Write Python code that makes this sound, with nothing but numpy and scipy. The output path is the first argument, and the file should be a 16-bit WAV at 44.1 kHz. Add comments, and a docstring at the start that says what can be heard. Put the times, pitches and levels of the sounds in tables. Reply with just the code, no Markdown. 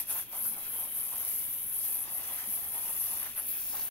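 """A garden hose plays a hissing jet over a wicker chair on a lawn, above a low outdoor rumble.
From the start, thousands of tiny drops a second tick on the cane as filtered random clicks over noise.
Heavier drops patter and slap in the weave and make it drum and ring, with short gushes at a patch's pitch.
The sound swells and sinks as the jet wanders on and off the chair; from 1.25 s a few fat drops snap.
Near the end, at about 3.9 s, everything stops short."""
import sys
import numpy as np
from scipy import signal
from scipy.fft import rfft, irfft
from scipy.io import wavfile
from scipy.ndimage import map_coordinates

SR = 44100
rng = np.random.default_rng(int(sys.argv[2]) if len(sys.argv) > 2 else 0)


def int16_out(signal):
    """Quantize to a 16-bit WAV file."""
    q = np.round(np.clip(np.atleast_2d(signal).T, -1, 1) * 32767)
    wavfile.write(sys.argv[1], SR, q.astype(np.int16))


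N = 171990
T = np.arange(N) / SR   # time of every sample, in seconds

# how much later the sound reaches the right ear as the jet moves: start_s, lag_us (microseconds)
LAG = [(0, 95.5), (3.3, 100.7), (3.55, 55), (3.9, 46)]
# colour of the tiny ticks, before the level is set: pitch_hz, level_db
HISS = [(5000, -45.5), (8300, -24.5), (9300, -15.5), (10300, -5.5), (11300, 0.5), (12100, -1.5),
        (13000, -7), (14500, -12), (17000, -28)]


def from_db(db):
    """Turn decibels into a gain."""
    return 10 ** (np.asarray(db) / 20)


def rms_one(x):
    """Scale a sound to an average strength (rms) of one."""
    return x / np.sqrt(np.mean(x ** 2) + 1e-20)


def in_time(rows):
    """Draw straight lines between a table's times, giving each other column sample by sample."""
    s, *columns = np.transpose(rows)
    return [np.interp(T, s, column) for column in columns]


def drift(rate_hz):
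    """Smoothed noise that wanders at random around zero, with a spread of about one."""
    step = 40   # samples between the points of the wander
    r = np.exp(-2 * np.pi * rate_hz * step / SR)
    noise = rng.standard_normal(N // step + 2002)
    slow = signal.lfilter([1], [1, -2 * r, r * r], noise)[2000:]   # skip the filter's start
    return np.interp(np.arange(N) / step, np.arange(len(slow)), rms_one(slow))


def coloured(x, points, size=4096):
    """Filter to the given (Hz, dB) curve, with the response as early as possible (minimum phase)."""
    hz, db = np.transpose(points)
    grid_hz = np.maximum(np.arange(size // 2 + 1) * SR / size, 1)
    gain = from_db(np.interp(np.log(grid_hz), np.log(hz), db))
    cepstrum = irfft(np.log(gain))
    # folding the second half onto the first leaves nothing before time zero
    cepstrum[1:size // 2] *= 2
    cepstrum[size // 2 + 1:] = 0
    response = irfft(np.exp(rfft(cepstrum)))
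    return signal.fftconvolve(x, response[None], axes=1)[:, :N]


def random_sizes(size_db, limit):
    """Drops of uneven strength: a random number of decibels, and a push or a pull."""
    return from_db(size_db * np.minimum(rng.exponential(1, N), limit)) * rng.choice([-1, 1], N)


def drops(per_s, size_db, lag_spread_us, mist_db):
    """Random impacts of uneven size, each from its own spot, over a smooth mist of noise."""
    born = np.flatnonzero(rng.random(N) < per_s / SR)
    sizes = random_sizes(size_db, limit=6)[born]
    lag_us = in_time(LAG)[0] + lag_spread_us * rng.standard_normal(N)
    late = np.round(lag_us[born] * SR / 1e6).astype(int)
    # the right ear hears each impact a little later than the left
    ticks = np.array([np.bincount(np.clip(at, 0, N - 1), sizes, N) for at in (born, born + late)])
    mist = from_db(mist_db) * rng.standard_normal((2, N))
    return rms_one(rms_one(ticks) + mist)


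def layer(impacts, colour, level_db):
    """Give impacts a colour and a level."""
    return from_db(level_db) * rms_one(coloured(impacts, colour))


def reflected(x, delay_ms, wander_ms, echo_db):
    """Add one near reflection whose path length changes slowly."""
    delay_s = (delay_ms + wander_ms * drift(0.8)) / 1000
    at = (T - delay_s) * SR
    echo = np.array([map_coordinates(side, [at], order=2) for side in x])
    return rms_one(x + from_db(echo_db) * echo)


def shifting(x, patchy_db, width_hz, hold_s, size=512):
    """Narrow bands swell and fade at random as the jet crosses the uneven weave."""
    bands = signal.stft(x, nperseg=size)[2]
    field = rng.standard_normal(bands.shape[1:])
    # smooth the random field across pitch, then across time
    for axis, span in enumerate((width_hz * size / SR, hold_s * SR * 2 / size)):
        r = np.exp(-1 / span)
        field = signal.filtfilt([1 - r], [1, -r], field, axis=axis, padtype="even")
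    gain = from_db(patchy_db * np.clip(rms_one(field), -2, 2))
    return rms_one(signal.istft(bands * gain, nperseg=size)[1][:, :N])


def clumps(clump_db, flutter_db):
    """The jet breaks up in quick clumps and slower flutter: a gain with an rms of one."""
    return rms_one(from_db(clump_db * drift(220) + flutter_db * drift(8.1)))


def fine_spray():
    """Tiny drops tick on the cane: a bright hiss, a sizzle above it and a softer splash below."""
    # how hard the spray strikes, before the trims below: start_s, hiss_db, sizzle_db, splash_db
    spray = [(0.0, -30.5, -34, -51), (0.05, -52, -53, -63), (0.07, -46.5, -51, -65),
             (0.11, -28.5, -43, -53), (0.15, -39.5, -37, -58), (0.2, -33, -43, -57),
             (0.26, -54.5, -53, -67), (0.29, -54, -50, -77), (0.33, -43.5, -43, -59.5),
             (0.4, -35.5, -43, -63.5), (0.45, -31.5, -40, -57.5), (0.54, -38, -45, -63.5),
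             (0.56, -43, -47, -64.5), (0.66, -41.5, -42, -57), (0.7, -40, -43, -64), (0.8, -37, -42, -63),
             (0.93, -40.5, -46, -66), (0.97, -33.5, -41, -61.5), (1.03, -39, -45, -62),
             (1.34, -36, -40.5, -57), (1.67, -39.5, -42.5, -67.5), (1.85, -34.5, -41, -56),
             (1.92, -35.5, -41, -57.5), (2.03, -36.5, -48, -61.5), (2.06, -44, -47, -59.5),
             (2.17, -37, -42, -60.5), (2.22, -39.5, -48, -58), (2.32, -37.5, -43, -59),
             (2.4, -37, -46, -56), (2.45, -41.5, -47, -61), (2.53, -35.5, -40, -58),
             (2.67, -39, -43.5, -62.5), (2.9, -35, -43.5, -57.5), (3.2, -36.5, -44, -56.5),
             (3.34, -49.5, -48, -62), (3.38, -34, -49, -61), (3.42, -39.5, -50, -61), (3.45, -42, -51, -65),
             (3.49, -38.5, -39.5, -59.5), (3.79, -39, -42, -54.5), (3.84, -35.5, -41, -56),
             (3.87, -41, -44, -59)]
    # colours, before the level is set: pitch_hz, level_db
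    sizzle_colour = [(9000, -24.5), (11500, -22), (13000, 5.5), (14500, 1), (16000, 6)]
    splash_colour = [(2000, -38), (3500, -7), (4500, -3.5), (6200, -1.5), (8000, -7.5), (10000, -2.5),
                     (14000, -41)]
    hiss_trim_db, sizzle_trim_db, splash_trim_db = 2, 8, 4.5
    # the curved back of the chair reflects the ticks and splashes
    chair_back = dict(delay_ms=2.2, wander_ms=0.222, echo_db=-13.5)
    uneven = dict(patchy_db=1.68, width_hz=290, hold_s=0.0098)

    hiss_db, sizzle_db, splash_db = in_time(spray)
    ticks = drops(per_s=11000, size_db=3.5, lag_spread_us=8, mist_db=-8)
    ticks = ticks * clumps(clump_db=0.1, flutter_db=0.64)
    ticks = shifting(reflected(ticks, **chair_back), **uneven)
    specks = drops(per_s=20000, size_db=2.0, lag_spread_us=8.6, mist_db=-16)
    specks = shifting(specks, **uneven)
    splashes = drops(per_s=9000, size_db=3.0, lag_spread_us=25, mist_db=-5.0)
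    splashes = shifting(reflected(splashes, **chair_back), **uneven)

    hiss = layer(ticks, HISS, hiss_db + hiss_trim_db)
    sizzle = layer(specks, sizzle_colour, sizzle_db + sizzle_trim_db)
    splash = layer(splashes, splash_colour, splash_db + splash_trim_db)
    return hiss + sizzle + splash + snaps()


def wicker():
    """Heavier drops patter and slap in the weave in clumps and set it drumming and ringing."""
    # how hard the core of the jet strikes, before the trims below: start_s, drum_db, patter_db
    core = [(0.0, -52.5, -50.5), (0.06, -66.5, -59.5), (0.11, -53.5, -49.5), (0.14, -50.5, -55.5),
            (0.2, -54, -50.5), (0.25, -72, -59), (0.31, -65, -58.5), (0.33, -51.5, -55.5), (0.42, -56, -58),
            (0.56, -58, -57), (0.58, -48, -59), (0.61, -60.5, -54), (0.88, -55, -58), (0.92, -63.5, -56),
            (0.97, -56.5, -55.5), (1.25, -57, -55.5), (1.45, -64.5, -56), (1.68, -65.5, -58),
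            (1.9, -58.5, -56), (2.15, -53.5, -57), (2.23, -57.5, -55.5), (2.39, -55, -53),
            (2.46, -56.5, -56), (2.72, -60, -57), (2.76, -52, -55.5), (2.84, -59, -57), (2.9, -54.5, -54),
            (2.99, -61, -55.5), (3.11, -55.5, -54.5), (3.18, -56.5, -54), (3.28, -56, -52.5),
            (3.34, -73, -57), (3.38, -53, -52.5), (3.42, -59.5, -57), (3.52, -64, -53.5),
            (3.66, -65.5, -55.5), (3.76, -53.5, -55), (3.87, -59.5, -56)]
    # colours, before the level is set: pitch_hz, level_db
    patter_colour = [(900, -23), (1300, -11), (1700, -8.5), (2400, 0.5), (3100, 2.5), (3900, -4),
                     (5000, -22), (9000, -33)]
    slap_colour = [(800, -22.5), (1200, -3), (1700, -5.5), (2100, -3), (3000, -21.5), (5000, -38)]
    drum_colour = [(50, -51.5), (220, -7.5), (400, -3.5), (600, -0.5), (800, 1.5), (1050, -0.5), (1400, -7),
                   (2200, -28.5), (5000, -43)]
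    patter_trim_db, drum_trim_db, ringing_trim_db = 0.5, -1, -8
    # the wet slap: level at the mean force, then dB per dB of drumming and of patter
    slap_mean_db, slap_per_drum, slap_per_patter = -59.5, 0.3, 1.23
    # the lawn reflects the chair's sound
    lawn = dict(delay_ms=1.162, wander_ms=0.087, echo_db=-11)
    uneven = dict(patchy_db=2.5, width_hz=24, hold_s=0.028)

    drum_db, patter_db = in_time(core)
    light = drops(per_s=3200, size_db=1.5, lag_spread_us=49, mist_db=-1)
    wet = drops(per_s=2500, size_db=2.5, lag_spread_us=47, mist_db=-6)
    heavy = drops(per_s=2000, size_db=0.0, lag_spread_us=29, mist_db=-9.5)
    light, wet, heavy = (shifting(reflected(x, **lawn), **uneven) for x in (light, wet, heavy))

    # the slap comes in steeply when the jet hits squarely
    slap_db = slap_mean_db + slap_per_drum * (drum_db - drum_db.mean())
    slap_db = slap_db + slap_per_patter * (patter_db - patter_db.mean())
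    patter = layer(light, patter_colour, patter_db + patter_trim_db)
    slap = layer(wet, slap_colour, slap_db)
    drumming = layer(heavy, drum_colour, drum_db + drum_trim_db)
    ringing = strands(per_s=1500, size_db=3.5) * from_db((drum_db + patter_db) / 2 + ringing_trim_db)
    weave = patter + slap + drumming + gushes()
    return weave * clumps(clump_db=0.4, flutter_db=0.82) + ringing


def strands(per_s, size_db, count=24):
    """Drops make wet strands of cane ring briefly, different ones as the jet moves over them."""
    low_hz, high_hz = 587, 3880   # before the pitches slide
    cycles = 25                   # a ring falls by 60 dB in this many cycles
    patchy_db = 5                 # most that a strand is struck harder or softer
    slide_s = 0.003003            # stretches and squeezes time, so pitches slide a few per cent

    hits = (rng.random(N) < per_s / SR) * random_sizes(size_db, limit=5)
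    dealt = rng.integers(0, count, N)   # which strand each drop strikes
    out = np.zeros((2, N))
    for k, hz in enumerate(np.geomspace(low_hz, high_hz, count)):
        r = from_db(-60 * hz / (cycles * SR))   # decay per sample
        w = 2 * np.pi * hz / SR
        struck = hits * (dealt == k) * from_db(patchy_db * np.tanh(drift(7.1)))
        ring = signal.lfilter([0, np.sin(w)], [1, -2 * r * np.cos(w), r * r], struck + 1e-18)
        # the left side hears each strand 1 to 7 samples later
        out += [np.roll(ring, rng.integers(1, 8)), ring]
    slid = (T + slide_s * drift(1.996)) * SR
    return rms_one(np.array([map_coordinates(side, [slid], order=2, mode="mirror") for side in out]))


def outdoors():
    """Steady far rumble made of filtered noise, mostly alike in both ears."""
    # colour of the background, before the level is set: pitch_hz, level_db
    air_colour = [(20, 4.5), (40, -6), (80, 4.5), (130, 1), (170, -2), (215, 0.5), (300, -3.5), (500, -5.5),
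                  (1500, -33), (6000, -23)]
    level_db, side_db = -59, -4.5   # side_db: the part that differs between the ears
    mid, side = rng.standard_normal((2, N))
    return layer(mid + from_db(side_db) * side * [[1], [-1]], air_colour, level_db)


def gushes():
    """The jet catches one patch of the chair squarely: a short burst of drops at that patch's pitch."""
    # bursts: middle_s, length_s (from the middle until it falls to 1/e), pitch_hz, level_db at its height
    bursts = [(0.11, 0.016, 1490, -55), (0.175, 0.027, 980, -51.5), (0.47, 0.024, 1370, -53.5),
              (0.495, 0.088, 214, -58), (0.655, 0.015, 2200, -53.5), (1.13, 0.02, 900, -52.5),
              (2.31, 0.018, 876, -55), (2.39, 0.02, 1680, -54), (2.49, 0.018, 210, -56),
              (3.135, 0.023, 830, -51), (3.22, 0.017, 2000, -53.5), (3.265, 0.01, 1700, -48),
              (3.386, 0.017, 1450, -50.5), (3.745, 0.021, 980, -48.5), (3.78, 0.058, 1760, -57),
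              (3.8, 0.02, 900, -55)]
    width_octaves = 0.63
    hits = drops(per_s=2500, size_db=2.5, lag_spread_us=43, mist_db=-17)
    out = 0
    for middle_s, length_s, hz, db in bursts:
        edges_hz = hz * 2 ** (width_octaves * np.array([-0.5, 0.5]))
        band = signal.butter(2, edges_hz, "band", fs=SR, output="sos")
        swell = np.exp(-((T - middle_s) / length_s) ** 2)
        burst = rms_one(signal.sosfilt(band, hits) * swell)
        out = out + from_db(db) * np.sqrt(np.mean(swell ** 2)) * burst
    return out


def snaps():
    """The fattest drops stand out as single sharp ticks: lone clicks with the colour of the hiss."""
    # single fat drops, before the trim below and the colour: start_s, level_db
    fat_drops = [(1.2504, -6), (1.3624, -11), (1.789, -11), (2.0068, -11), (2.1267, -18), (2.5394, -8),
                 (3.1371, -8.5)]
    trim_db = 8
    s, db = np.transpose(fat_drops)
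    at = (s * SR).astype(int)
    late = np.round(in_time(LAG)[0][at] * SR / 1e6).astype(int)
    clicks = np.array([np.bincount(i, from_db(db + trim_db), N) for i in (at, at + late)])
    return coloured(clicks, HISS)


def scene():
    """Spray, chair and background together, all dropping quickly by 30 dB at the stop."""
    stop_s, fade_s = 3.885, 0.0081   # the fade is a straight line towards silence, held at -30 dB
    stop_gain = np.clip(1 - (T - stop_s) / fade_s, from_db(-30), 1)
    return (fine_spray() + wicker() + outdoors()) * stop_gain


def record(dry):
    """The two sides of the microphone have their own colours, and the top treble is cut steeply."""
    # how the sides differ, half of it given to each: pitch_hz, left_minus_right_db
    side_colour = [(60, -0.7), (180, -1.2), (790, -2), (1140, -2.5), (1650, 1), (2380, 1.0), (3440, 0),
                   (4970, -6.5), (5900, -8), (7900, -4.5), (9200, 2.5), (11800, 4.5), (13000, 1)]
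    cutoff_hz = 15770
    sides = []
    for k, sign in enumerate((1, -1)):
        colour = [(hz, sign * db / 2) for hz, db in side_colour]
        sides.append(coloured(dry[k:k + 1], colour)[0])
    low_pass = signal.firwin(1201, cutoff_hz, fs=SR, window=("kaiser", 8))
    return signal.fftconvolve(np.array(sides), low_pass[None], "same", axes=1)


dry = scene()
out = record(dry)
int16_out(out)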